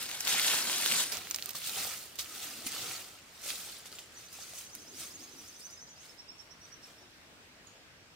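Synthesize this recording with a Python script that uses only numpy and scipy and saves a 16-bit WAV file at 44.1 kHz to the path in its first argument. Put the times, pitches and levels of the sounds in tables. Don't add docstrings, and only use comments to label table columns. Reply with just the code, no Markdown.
import sys
import numpy as np
from scipy import signal
from scipy.fft import rfft, irfft, next_fast_len
from scipy.io import wavfile
from scipy.ndimage import uniform_filter1d, map_coordinates

SR = 44100
rng = np.random.default_rng(int(sys.argv[2]) if len(sys.argv) > 2 else 0)


def volts_from_decibels(level):
    exponent = np.asarray(level, float) / 20
    return 10 ** exponent


def to_wav(s):
    ch = np.atleast_2d(s).T
    pcm = np.round(np.clip(ch, -1, 1) * 32767)
    wavfile.write(sys.argv[1], SR, pcm.astype(np.int16))


N = 359415
MOVE_S = 1.2

# frequency in Hz, level in dB per Hz.
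FOLIAGE_TONE = [(88, -22), (150, -4), (240, -8.5), (341, -12.5), (448, -7.5), (662, -7.5), (790, -10),
                (1310, -9.5), (1560, -7.5), (5570, -14), (6770, -19), (7920, -19), (16000, -54)]
RUMBLE_TONE = [(12, -56.5), (20, -16.5), (86, 2.5), (113, -1.5), (140, -5.5), (250, -16), (320, -41),
               (550, -120)]
# frequency in Hz, left-right likeness from -1 to 1.
AIR_ALIKE = [(60, 0.86), (180, 0.76), (550, 0.71), (1650, -0.0023), (4970, -0.24), (15000, -0.23)]
# frequency in Hz, left minus right in dB.
AIR_SIDE = [(60, 0.68), (180, 1.5), (550, 2), (1650, -0.061), (4970, -0.5), (15000, 0.5)]
# peak in seconds, level in dB, rise in seconds, fall in seconds.
DRONE_SWELLS = [
    (0.82, -53.5, 0.25, 0.57),
    (2.3, -62.5, 0.47, 0.9),
    (2.77, -57, 1, 0.39),
    (4.78, -63, 0.15, 1.1),
    (5.05, -57, 0.63, 0.74),
    (5.4, -60, .8, 0.2),
    (7.4, -66.5, 1.3, 0.77),
]

# peak in seconds, level in dB, rise in seconds, fall in seconds, bass weight in dB.
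GRASS_PUSHES = [(0.03, -45, 0.49, 0.29, -8), (0.15, -54, 0.26, 0.19, 0), (0.206, -37, 0.012, 0.025, -32),
                (0.335, -35, 0.1, 0.46, -9), (0.42, -34.5, 0.28, 0.61, -10.5),
                (0.478, -33, 0.04, 0.13, -13), (0.545, -45.5, .1, 0.028, -1),
                (0.595, -45, 0.033, 0.022, -1), (0.74, -40.5, 0.2, 0.093, -7.5),
                (0.855, -33.5, 0.33, 0.36, -11), (0.92, -36.5, 0.5, 0.18, -14.5),
                (1.005, -35, 0.067, 0.041, -11), (1.04, -37.5, 0.27, 0.0091, -17)]
NEAR_STEPS = [(1.121, -41, 0.0043, 0.05, -8), (1.15, -48, 0.043, 0.16, -0.5), (1.3, -56.5, 0.24, 0.95, -12),
              (1.5, -55.5, 0.43, 0.064, -3), (1.552, -43.5, .005, 0.12, -7.5),
              (1.67, -40.5, 0.091, 0.12, -14.5), (1.78, -47.5, 0.081, 0.29, -3),
              (1.85, -41, 0.35, 0.22, -11.5), (2.06, -54.5, .3, .08, -9), (2.157, -52, .005, 0.019, -38),
              (2.195, -41, 0.017, 0.086, -12.5), (2.36, -50, 0.21, 0.56, -7.5),
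              (2.435, -46.5, 0.048, 0.24, -7.5), (2.67, -38, 0.016, 0.033, -15.5),
              (2.73, -44.5, 0.1, 0.27, -8.5), (2.83, -48.5, 0.24, 0.36, -2.5), (2.93, -46, 0.41, 0.22, -11),
              (3.37, -61.5, 0.2, 0.092, -13), (3.44, -49, 0.027, 0.37, -10), (3.495, -42, 0.1, 0.22, -12),
              (3.62, -51.5, 0.29, 0.41, -8.5), (3.74, -53.5, 0.4, 0.063, -11.5),
              (3.86, -55.5, 0.017, 0.1, -6.5), (3.92, -56, 0.026, 0.21, -5),
              (3.989, -57, 0.0092, 0.092, -10)]
FAR_STEPS = [(4.21, -58.5, 0.29, 0.28, -5.5), (4.335, -53, 0.036, .1, -21), (4.42, -51, 0.12, 0.24, -7.5),
             (4.6, -49.5, 0.28, 0.16, -14), (4.751, -50.5, .008, 0.043, -20), (4.8, -60, 0.14, 0.38, -8.5),
             (5.005, -46.5, 0.087, 0.19, -12.5), (5.22, -59, 0.13, 0.33, -6.5),
             (5.42, -59, .15, 0.56, -9.5), (5.6, -56.5, 0.031, 0.15, -21), (5.72, -70, .3, 0.53, -8),
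             (6.05, -61, 0.11, 0.21, -6), (6.12, -70, .1, 0.11, -5), (6.42, -70, 0.12, .2, -9),
             (6.67, -71, 0.29, 0.4, 2), (6.88, -63.5, 0.18, 0.17, -4), (7.16, -76, .3, 0.32, 3),
             (7.67, -74, .08, .18, 5)]
# frequency in Hz, level in dB per Hz.
STALK_TONE = [(59, -47), (100, -21.5), (215, -13.5), (442, -13), (818, -11.5), (1100, -11), (1520, -7),
              (1900, -9.5), (4110, -6), (5650, -8), (8640, -8), (15000, -21), (16000, -37)]
LEAF_TONE = [(59, -34), (100, -11), (302, -8.5), (608, -8), (768, -6), (970, -12.5), (1310, -1.5),
             (1580, -7), (2370, -2), (4570, 1), (9410, 0), (10900, -3), (14400, 4.5), (16000, -29.5)]
# frequency in Hz, left minus right in dB.
STALK_SIDE = [(60, -2), (150, 1), (380, 0.5), (950, 3), (2380, -0.5), (5980, 1), (15000, 0)]
LEAF_SIDE = [(200, -0.5), (1300, 1), (2400, -1.5), (3500, 0.5), (6200, -1.5), (10500, 0.5), (12500, -6.5),
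             (14500, -6.5)]
# frequency in Hz, left-right likeness from -1 to 1.
STEP_ALIKE = [(200, 0.98), (1000, 0.87), (2400, 0.7), (5000, 0.51), (10000, 0.44)]
# body, crunch, rustle, sizzle, in Hz.
ZONES_HZ = [900, 3500, 9500, 13500]

# start in seconds, peak in dB, ring in Hz, left minus right in dB.
STEM_SNAPS = [(0.0144, -27, 3920, 4), (0.0368, -31, 3060, 0), (0.1133, -21, 3820, 8),
              (0.2055, -20.5, 6170, 5), (0.2075, -21.5, 5900, -8), (0.2765, -13.5, 3540, -7),
              (0.3252, -14, 3870, 1), (0.3962, -14, 4160, -6), (0.4194, -24, 3390, -4),
              (0.5879, -22, 2710, -2), (0.67, -25, 3880, -7), (0.6973, -16.5, 3220, -2),
              (0.86, -8.5, 3200, -2), (1.0005, -18, 3600, -8)]
MORE_STEM_SNAPS = [(0.0566, -28, 2970, -1), (0.0639, -33, 2200, 4), (0.0895, -28, 3490, 3),
                   (0.0922, -28, 3830, -1), (0.0971, -28, 2370, 3), (0.1154, -32, 1510, 0),
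                   (0.1502, -29, 9730, 0), (0.25, -24, 4740, -2), (0.2719, -19, 2650, 18),
                   (0.2954, -28, 3620, 0), (0.368, -24, 2710, -2), (0.4449, -21, 3790, 0),
                   (0.446, -16, 4310, -2), (0.4766, -23, 4260, -5), (0.482, -17, 3920, 2),
                   (0.514, -18, 3430, -1), (0.5377, -20, 7800, 4), (0.554, -20.5, 3140, -1),
                   (0.652, -18, 1430, 1), (0.7289, -20.5, 3320, 0), (0.745, -27, 3770, 2),
                   (0.8537, -15, 3700, -3), (0.88, -27, 8570, 4), (0.8824, -23, 3880, -3), (0.921, -14, 2840, 4),
                   (0.9965, -20, 4310, -5)]
TWIG_SNAPS = [(1.1195, -26, 5490, -8), (1.1234, -20, 4780, -8), (1.17, -23, 6180, -14),
              (1.2707, -26, 2340, -7), (1.3003, -31, 13000, -13), (1.3101, -12.5, 6800, -3),
              (1.3446, -15, 5250, -9), (1.3605, -21, 7500, -8), (1.3857, -26, 2710, -14),
              (1.3956, -30, 2680, -2), (1.424, -20.5, 4460, -2), (1.4581, -26, 9000, -12),
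              (1.4903, -24.5, 13000, -9), (1.4927, -21, 6250, -6), (1.5063, -31, 13000, -15),
              (1.533, -31, 5000, -2.5), (1.847, -25, 4670, 0), (1.918, -32, 5020, -2.0),
              (2.1922, -21, 4420, -4), (2.204, -26, 4380, -1.0), (2.428, -31, 3400, -4),
              (2.6656, -23, 5850, -1), (2.6944, -32, 3980, -1.0), (2.719, -25, 4600, -3),
              (3.856, -31, 1780, 0), (3.917, -36, 4430, -1), (3.986, -28, 3270, -2), (4.5356, -34, 4100, 3),
              (4.7508, -28, 12000, -4), (5.5994, -42, 5450, -5)]
MORE_TWIG_SNAPS = [(1.129, -34, 5680, -3), (1.1442, -28, 4950, -4.5), (1.2487, -30, 4520, -5),
                   (1.3467, -22, 7400, 10), (1.393, -29, 2630, -4), (1.5106, -31, 14430, -7),
                   (1.554, -29, 3570, -6), (1.618, -25, 2800, -5), (1.6858, -30, 9780, -3),
                   (1.869, -26, 9910, -2), (1.9099, -27, 2710, -6), (1.9738, -34, 8300, -3),
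                   (1.978, -28.5, 5410, -4), (2.0286, -33, 6070, -3), (2.0389, -35, 4820, -5),
                   (2.1562, -37, 12660, -12), (2.1885, -27, 7000, -5), (2.1955, -27, 3960, 4),
                   (2.2198, -28, 4780, -2), (2.2445, -30, 4440, -2), (2.2587, -34, 2410, -2),
                   (2.295, -33, 8870, -4), (2.3244, -35, 4650, -6), (2.3505, -32, 12620, -4),
                   (2.373, -35, 5340, -2), (2.38, -34, 6420, -4), (2.41, -37, 4350, 1), (2.4374, -27, 4010, -2),
                   (2.518, -37, 4950, -3), (2.6224, -37, 8350, -1), (2.67, -25, 9600, 7), (3.006, -38, 6550, 0),
                   (3.1877, -42, 2800, -1), (3.4182, -37, 7280, -7), (3.5038, -19, 3400, -2),
                   (3.5568, -27, 4130, 0), (3.6884, -29, 2080, -2), (3.926, -32, 4350, 1),
                   (3.9906, -27, 4520, -1), (4.1987, -41, 2760, 0), (4.328, -36, 10080, -3),
                   (5.1142, -42, 5770, -3), (5.2066, -38, 5000, -1), (5.4408, -41, 5170, 4),
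                   (5.6046, -41, 5380, -3)]
# start in seconds, peak in dB, pitch in Hz.
THUDS = [(0.268, -32.5, 870), (0.342, -28.5, 806), (0.539, -28, 925), (0.648, -35, 1200),
         (0.693, -30, 1020), (0.92, -42, 221), (1.545, -37.5, 1120), (1.771, -38, 815), (1.772, -42, 1250),
         (1.847, -36, 764), (1.869, -38, 755), (2.183, -48, 523), (2.19, -55, 130), (2.195, -57, 65),
         (1.17, -51, 90), (2.759, -34, 1280), (2.908, -30, 2520), (2.658, -38, 260), (3.455, -44, 570),
         (3.474, -42, 590), (3.495, -51, 760), (3.914, -50, 415), (4.384, -43.5, 756), (4.53, -46, 670),
         (7.642, -49, 1010)]
# centre in seconds, crack level in dB, spread in seconds, pitch in Hz.
SHEATHS = [(.33, -26.5, .02, 3400), (.382, -24, 0.016, 3050), (.43, -32, 0.014, 3320),
           (.47, -21.5, .018, 3970), (.52, -27, 0.016, 3000), (.59, -35, 0.011, 2870),
           (.84, -30, .02, 2960), (.92, -28.5, 0.021, 3070), (1.02, -27.5, 0.026, 4200),
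           (1.665, -30.5, .025, 3750), (1.82, -34, 0.043, 3600), (2.198, -32.5, .005, 4600),
           (2.8, -36, 0.041, 3800), (3.51, -37, 0.0084, 3770)]

# time in seconds, top pitch in Hz, level in dB.
CHIPS = [(3.955, 7300, -48), (4.04, 7250, -57), (4.0, 7200, -57), (4.2, 7300, -62), (4.24, 7300, -62),
         (4.325, 7150, -61), (5.72, 7150, -58), (6.19, 6420, -63), (6.385, 6230, -61), (7.672, 6750, -55.5),
         (7.71, 6850, -66)]
TRILL = [(4.18, 6090, -52), (4.265, 6150, -57), (4.345, 6200, -58), (4.425, 6400, -51), (4.5, 6200, -56),
         (4.585, 6220, -50), (4.665, 6200, -52), (4.745, 6200, -50), (4.83, 6200, -50), (4.905, 6400, -51),
         (4.985, 6340, -50), (5.065, 6340, -49.5), (5.152, 6590, -49), (5.24, 6450, -49),
         (5.325, 6100, -53), (5.4, 6000, -53), (5.49, 6250, -51), (5.575, 6160, -53), (5.66, 6150, -49.5),
         (5.74, 6120, -51), (5.825, 6150, -50), (5.92, 6110, -52), (6.01, 6430, -53)]
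PHRASE = [
    (6.1, 5340, -60),
    (6.197, 5470, -53),
    (6.3, 5460, -50.5),
    (6.4, 5520, -56),
    (6.518, 5850, -58.5),
    (6.732, 5800, -56),
]
HIDDEN = [
    (6.515, 5450, -60),
    (6.622, 5750, -58),
    (6.648, 5880, -58),
    (6.838, 5540, -59),
    (6.862, 5600, -66),
    (6.99, 5430, -64),
    (7.012, 6050, -66),
    (7.03, 5400, -69),
]
# time from top in seconds, rise from 0 to 1, level in dB.
CHIP_NOTE = [(-.008, 1, -30), (0, 1, 0), (.012, 1, -30)]
OPENING_NOTE = [(-.04, .3, -30), (-.024, .6, -20), (-.012, 1, -5), (.01, 1, -5), (.024, 1, -30)]
TRILL_NOTE = [(-.056, -.1, -30), (-.048, 0, -6), (-.038, .3, -11), (-.027, .5, -9), (-.018, .85, -14),
              (-.012, 1, -5), (.007, 1, -6), (.022, 1, -30)]
TRILL_GRACE = [(-.04, 0, -30), (-.03, 0, -12), (-.018, 0, -30)]
PHRASE_NOTE = [(-.027, -.1, -30), (-.019, .25, -16), (-.012, .85, -10), (-.005, 1, -1), (.01, 1, -3),
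               (.024, 1, -30)]


def unit(x):
    return x / np.sqrt(np.mean(x ** 2) + 1e-20)


def along(points, hz):
    f, v = np.transpose(points)
    return np.interp(np.log(hz + 1), np.log(f + 1), v)


def wobble(rate):
    knots = rng.standard_normal(int(N * rate / SR) + 4)
    return map_coordinates(knots, [np.arange(N) * rate / SR])


def filtered(x, response):
    n = x.shape[-1]
    m = next_fast_len(n + 8192)
    return irfft(rfft(x, m) * response(np.fft.rfftfreq(m, 1 / SR)), m)[..., :n]


def sides(balance, hz):
    return volts_from_decibels(np.outer([.5, -.5], along(balance, hz)))


def alike(pair, likeness):
    turn = lambda hz: np.arccos(np.clip(along(likeness, hz), -1, 1)) / 2
    mid, side = filtered(pair, lambda hz: [np.cos(turn(hz)), np.sin(turn(hz))])
    return np.array([mid + side, mid - side])


def swells(s, db, rise_s, fall_s):
    t = np.arange(0, N + 64, 64) / SR - s[:, None]
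    away = np.where(t < 0, -t / np.abs(rise_s)[:, None], t / np.abs(fall_s)[:, None])
    power = (volts_from_decibels(db[:, None] - 20 * away) ** 2).sum(0)
    return np.interp(np.arange(N), 64 * np.arange(len(power)), power ** .5)


def cracks(s, hz, cycles, gain, lag, size):
    out = []
    for ear in (.5, -.5):
        start = (s + ear * lag + 0.000202) * SR
        index = start.astype(int)[:, None] + np.arange(size) + 1
        turns = (index - start[:, None]) * hz[:, None] / SR
        wave = gain[:, None] * np.sin(2 * np.pi * turns) * np.exp(-turns / cycles[:, None])
        out.append(np.bincount(index.ravel(), wave.ravel(), N + SR)[:N])
    return np.array(out)


def rush(spectrum, patchy_db):
    z = signal.stft(rng.standard_normal((2, N)), nperseg=512)[2]
    field = uniform_filter1d(rng.standard_normal(z.shape[1:]), size=6, axis=0)
    field = uniform_filter1d(field, size=12, axis=1)
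    pair = signal.istft(z * volts_from_decibels(patchy_db * unit(field)), nperseg=512)[1][:, :N]
    colour = lambda hz: volts_from_decibels(along(spectrum, hz)) * sides(AIR_SIDE, hz)
    return unit(filtered(alike(pair, AIR_ALIKE), colour))


def air():
    before_move = np.clip((MOVE_S - np.arange(N) / SR) / .2 + .5, 0, 1)
    foliage_db = -58 + 2 * before_move
    hum = [(120, -36), (230, -8.5), (320, -5.5), (400, -10.5), (600, -28.5)]  # (Hz, dB per Hz)
    hum_gain = np.hypot(volts_from_decibels(-68.5), swells(*np.transpose(DRONE_SWELLS)))
    drone = hum_gain * volts_from_decibels(0.74 * wobble(12)) * rush(hum, patchy_db=2)
    foliage = volts_from_decibels(foliage_db) * rush(FOLIAGE_TONE, patchy_db=1.5)
    return foliage + volts_from_decibels(-70) * rush(RUMBLE_TONE, patchy_db=-0.5) + drone


def scatter(x, t60, wet_db):
    hop = 2048
    t = np.arange(hop) / SR
    out = np.pad(x, ((0, 0), (0, 4096)))
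    tails = alike(rng.standard_normal((2, N + hop)), STEP_ALIKE)
    for at in range(0, N, hop):
        tail = tails[:, at:at + hop] * volts_from_decibels(-60 * t / t60)
        wet = signal.fftconvolve(x[:, at:at + hop], tail / np.linalg.norm(tail[0]), axes=1)
        out[:, at:at + wet.shape[1]] += volts_from_decibels(wet_db) * wet
    return out[:, :N]


def bursts(rate, fade_s, depth):
    jumps = (rng.random(N) < rate / SR) * rng.exponential(depth, N)
    return 1 + signal.lfilter([1], [1, -np.exp(-1 / (fade_s * SR))], jumps)


def rustle(rows, span, tone, balance, count, lag_ms, spread_ms, spiky_db, clump_db, hiss_db, top_db):
    u, g = rng.random((count, 2)), rng.standard_normal((count, 4))
    s = span[0] + u[:, 0] * (span[1] - span[0])
    hz = np.clip(2800 * np.exp(1.076 * g[:, 0]), 200, 15000)
    gain = volts_from_decibels(-spiky_db * np.log(u[:, 1] + 0.0042)) * np.sign(g[:, 1])
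    grains = cracks(s, hz, np.exp(.5 * g[:, 2]), gain, spread_ms * g[:, 3] / 1000, size=64)
    grains = scatter(grains, t60=0.044, wet_db=3.5)

    busy = slice(int(span[0] * SR), int(span[1] * SR))
    f, power = signal.welch(grains[:, busy], SR, nperseg=256)
    flat = filtered(grains, lambda hz: np.interp(hz, f, power.mean(0)) ** -.5)
    fine = alike(rng.standard_normal((2, N)), STEP_ALIKE)
    flat = flat / flat[:, busy].std() + volts_from_decibels(hiss_db) * fine
    flat = flat * volts_from_decibels(clump_db * wobble(14)) * bursts(41, fade_s=0.0021, depth=0.15)

    lag = lambda hz: np.exp(-1j * np.pi * np.outer([1, -1], hz) * lag_ms / 1000)
    colour = lambda hz: volts_from_decibels(along(tone, np.minimum(hz, 14300))) * sides(balance, hz) * lag(hz)
    at, db, rise_s, fall_s, weight_db = np.transpose(rows)
    crunch_db = 3.5 + 0.48 * weight_db
    sizzle_db = top_db + 1 - 1.95 * np.minimum(at, 4)
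    zones = (weight_db, 1.15), (crunch_db, 1.15), (0, 1), (sizzle_db, 1)
    out = 0
    for k, (zone_db, linger) in enumerate(zones):
        share = lambda hz: np.interp(np.log(hz + 1), np.log(ZONES_HZ), np.eye(4)[k])
        zone = filtered(flat, lambda hz: share(hz) * colour(hz))
        push = swells(at, db + zone_db, linger * rise_s, linger * fall_s)
        out = out + push * zone / zone[:, busy].std()
    return volts_from_decibels(0.76) * out


def grass():
    return rustle(GRASS_PUSHES, (0, 1.12), STALK_TONE, STALK_SIDE, count=9000, lag_ms=-0.061,
                  spread_ms=0.038, spiky_db=3.5, clump_db=1.6, hiss_db=-1.0, top_db=-3)


def snaps():
    out, t = np.zeros((2, N + SR)), np.arange(1500) / SR
    rows = STEM_SNAPS + TWIG_SNAPS + MORE_STEM_SNAPS + MORE_TWIG_SNAPS
    for (s, db, hz, pan_db), seed in zip(rows, rng.standard_normal((len(rows), 3, len(t)))):
        green = s < MOVE_S
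        tone = np.sin(2 * np.pi * hz * t) * volts_from_decibels(-60 * t / .0022)
        rough = 1.1 * signal.lfilter(*signal.iirpeak(hz, 1.3, SR), seed[0]) * volts_from_decibels(-60 * t / .0035)
        ring = tone + rough + .7 * seed[2] * volts_from_decibels(-60 * t / .0012)
        ring = uniform_filter1d(ring, size=3 if green else 1)
        ring = ring / np.abs(ring).max()
        edge_db = -18 + 22 * np.log2(min(hz, 8000) / 5000) - 18 * green
        edge = volts_from_decibels(edge_db) * np.sin(2 * np.pi * 14000 * t) * volts_from_decibels(-60 * t / .002)
        crumbs = volts_from_decibels(-23.5 - 60 * t / 0.05) * (seed[1] + seed[1:])
        right_lag = 3 if s < 1.05 else -2
        for ear, side in enumerate((.5, -.5)):
            at = round((s + .0008) * SR) + (right_lag if ear else 0)
            crack = ring + crumbs[ear] + volts_from_decibels(-8 * side) * edge
            out[ear, at:at + len(t)] += volts_from_decibels(db + 1.5 + side * pan_db) * crack
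    notch = lambda hz: 1 - 0.77 * np.exp(-((hz - 10800) / 1100) ** 2)
    return filtered(out[:, :N], lambda hz: notch(hz) * hz ** 2 / (hz ** 2 + 1300 ** 2))


def thuds():
    s, db, hz = np.transpose(THUDS)
    return cracks(s + 0.00408, hz, 2.3 + 0 * s, volts_from_decibels(db - 0.5), 0 * s, size=3000)


def sheaths(count):
    s, db, spread_s, hz = np.repeat(SHEATHS, count, axis=0).T
    g = rng.standard_normal((len(s), 5))
    gain = volts_from_decibels(db - 7.5 + 4 * g[:, 2]) * np.sign(g[:, -1])
    lag = (-.06 + 0.049 * g[:, 3]) / 1000
    pitch = hz * np.exp(0.21 * g[:, 1])
    grains = cracks(s + spread_s * g[:, 0], pitch, 3.4 + 0 * s, gain, lag, size=128)
    return filtered(grains, lambda f: f ** 2 / (f ** 2 + 900 ** 2))


def leaf_litter():
    return rustle(NEAR_STEPS + FAR_STEPS, (1.05, 7.8), LEAF_TONE, LEAF_SIDE, count=28000, lag_ms=0.0086,
                  spread_ms=0.047, spiky_db=2.0, clump_db=0.7, hiss_db=-3, top_db=6.0)


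def song(notes, shape, base_hz, pan_db, lag_ms, broken_db, rough_hz):
    when, rise, level_db = np.transpose(shape)
    t, late = np.arange(when[0], when[-1], 1 / SR), np.arange(SR // 4) / SR
    out = np.zeros((2, N + SR))
    hoarse, broken = rough_hz * wobble(250), broken_db * wobble(70)
    fade = volts_from_decibels(-29 - 60 * late / 0.1) + volts_from_decibels(-40.5 - 60 * late / .9)
    for s, hz, db in notes:
        at = round((s + t[0]) * SR)
        pitch = base_hz + (hz - base_hz) * np.interp(t, when, rise) + hoarse[at:at + len(t)]
        cycle = np.cumsum(pitch) / SR
        level = volts_from_decibels(db + np.interp(t, when, level_db) + broken[at:at + len(t)])
        for ear, side in enumerate((.5, -.5)):
            note = level * np.sin(2 * np.pi * (cycle - side * hz * lag_ms / 1000))
            out[ear, at:at + len(t)] += volts_from_decibels(side * pan_db) * note
            echo = signal.fftconvolve(note, fade * rng.standard_normal(len(late)))
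            out[ear, at:at + len(echo)] += echo
    return out[:, :N]


def bird():
    chips = song(CHIPS, CHIP_NOTE, 5000, -2, 0.093, 4.1, 230)
    trill = song(TRILL[:7], OPENING_NOTE, 4880, -4, 0.054, 1.9, 120)
    trill = trill + song(TRILL[7:], TRILL_NOTE, 4880, -3.8, 0.044, 2.1, 135)
    grace = song(TRILL, TRILL_GRACE, 6850, -2, 0.032, 3.9, 140)
    phrase = song(PHRASE, PHRASE_NOTE, 4700, -15.0, 0.048, 1.5, 54)
    hidden = song(HIDDEN, PHRASE_NOTE, 4700, -12, 0.054, 1.9, 90)
    return volts_from_decibels(4.5) * (chips + trill + grace + phrase + hidden)


def scene():
    walker = grass() + snaps() + thuds() + sheaths(count=90) + leaf_litter()
    return air() + walker + bird()


def band_limit(x):
    return signal.sosfilt(signal.butter(12, 15990, fs=SR, output="sos"), x)


def record(dry):
    hiss = volts_from_decibels(-75.0) * rng.standard_normal(dry.shape)
    mix = filtered(dry + hiss, lambda hz: 1 / (1 + (hz / 15740) ** 90))
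    return band_limit(mix)


dry = scene()
out = record(dry)
to_wav(out)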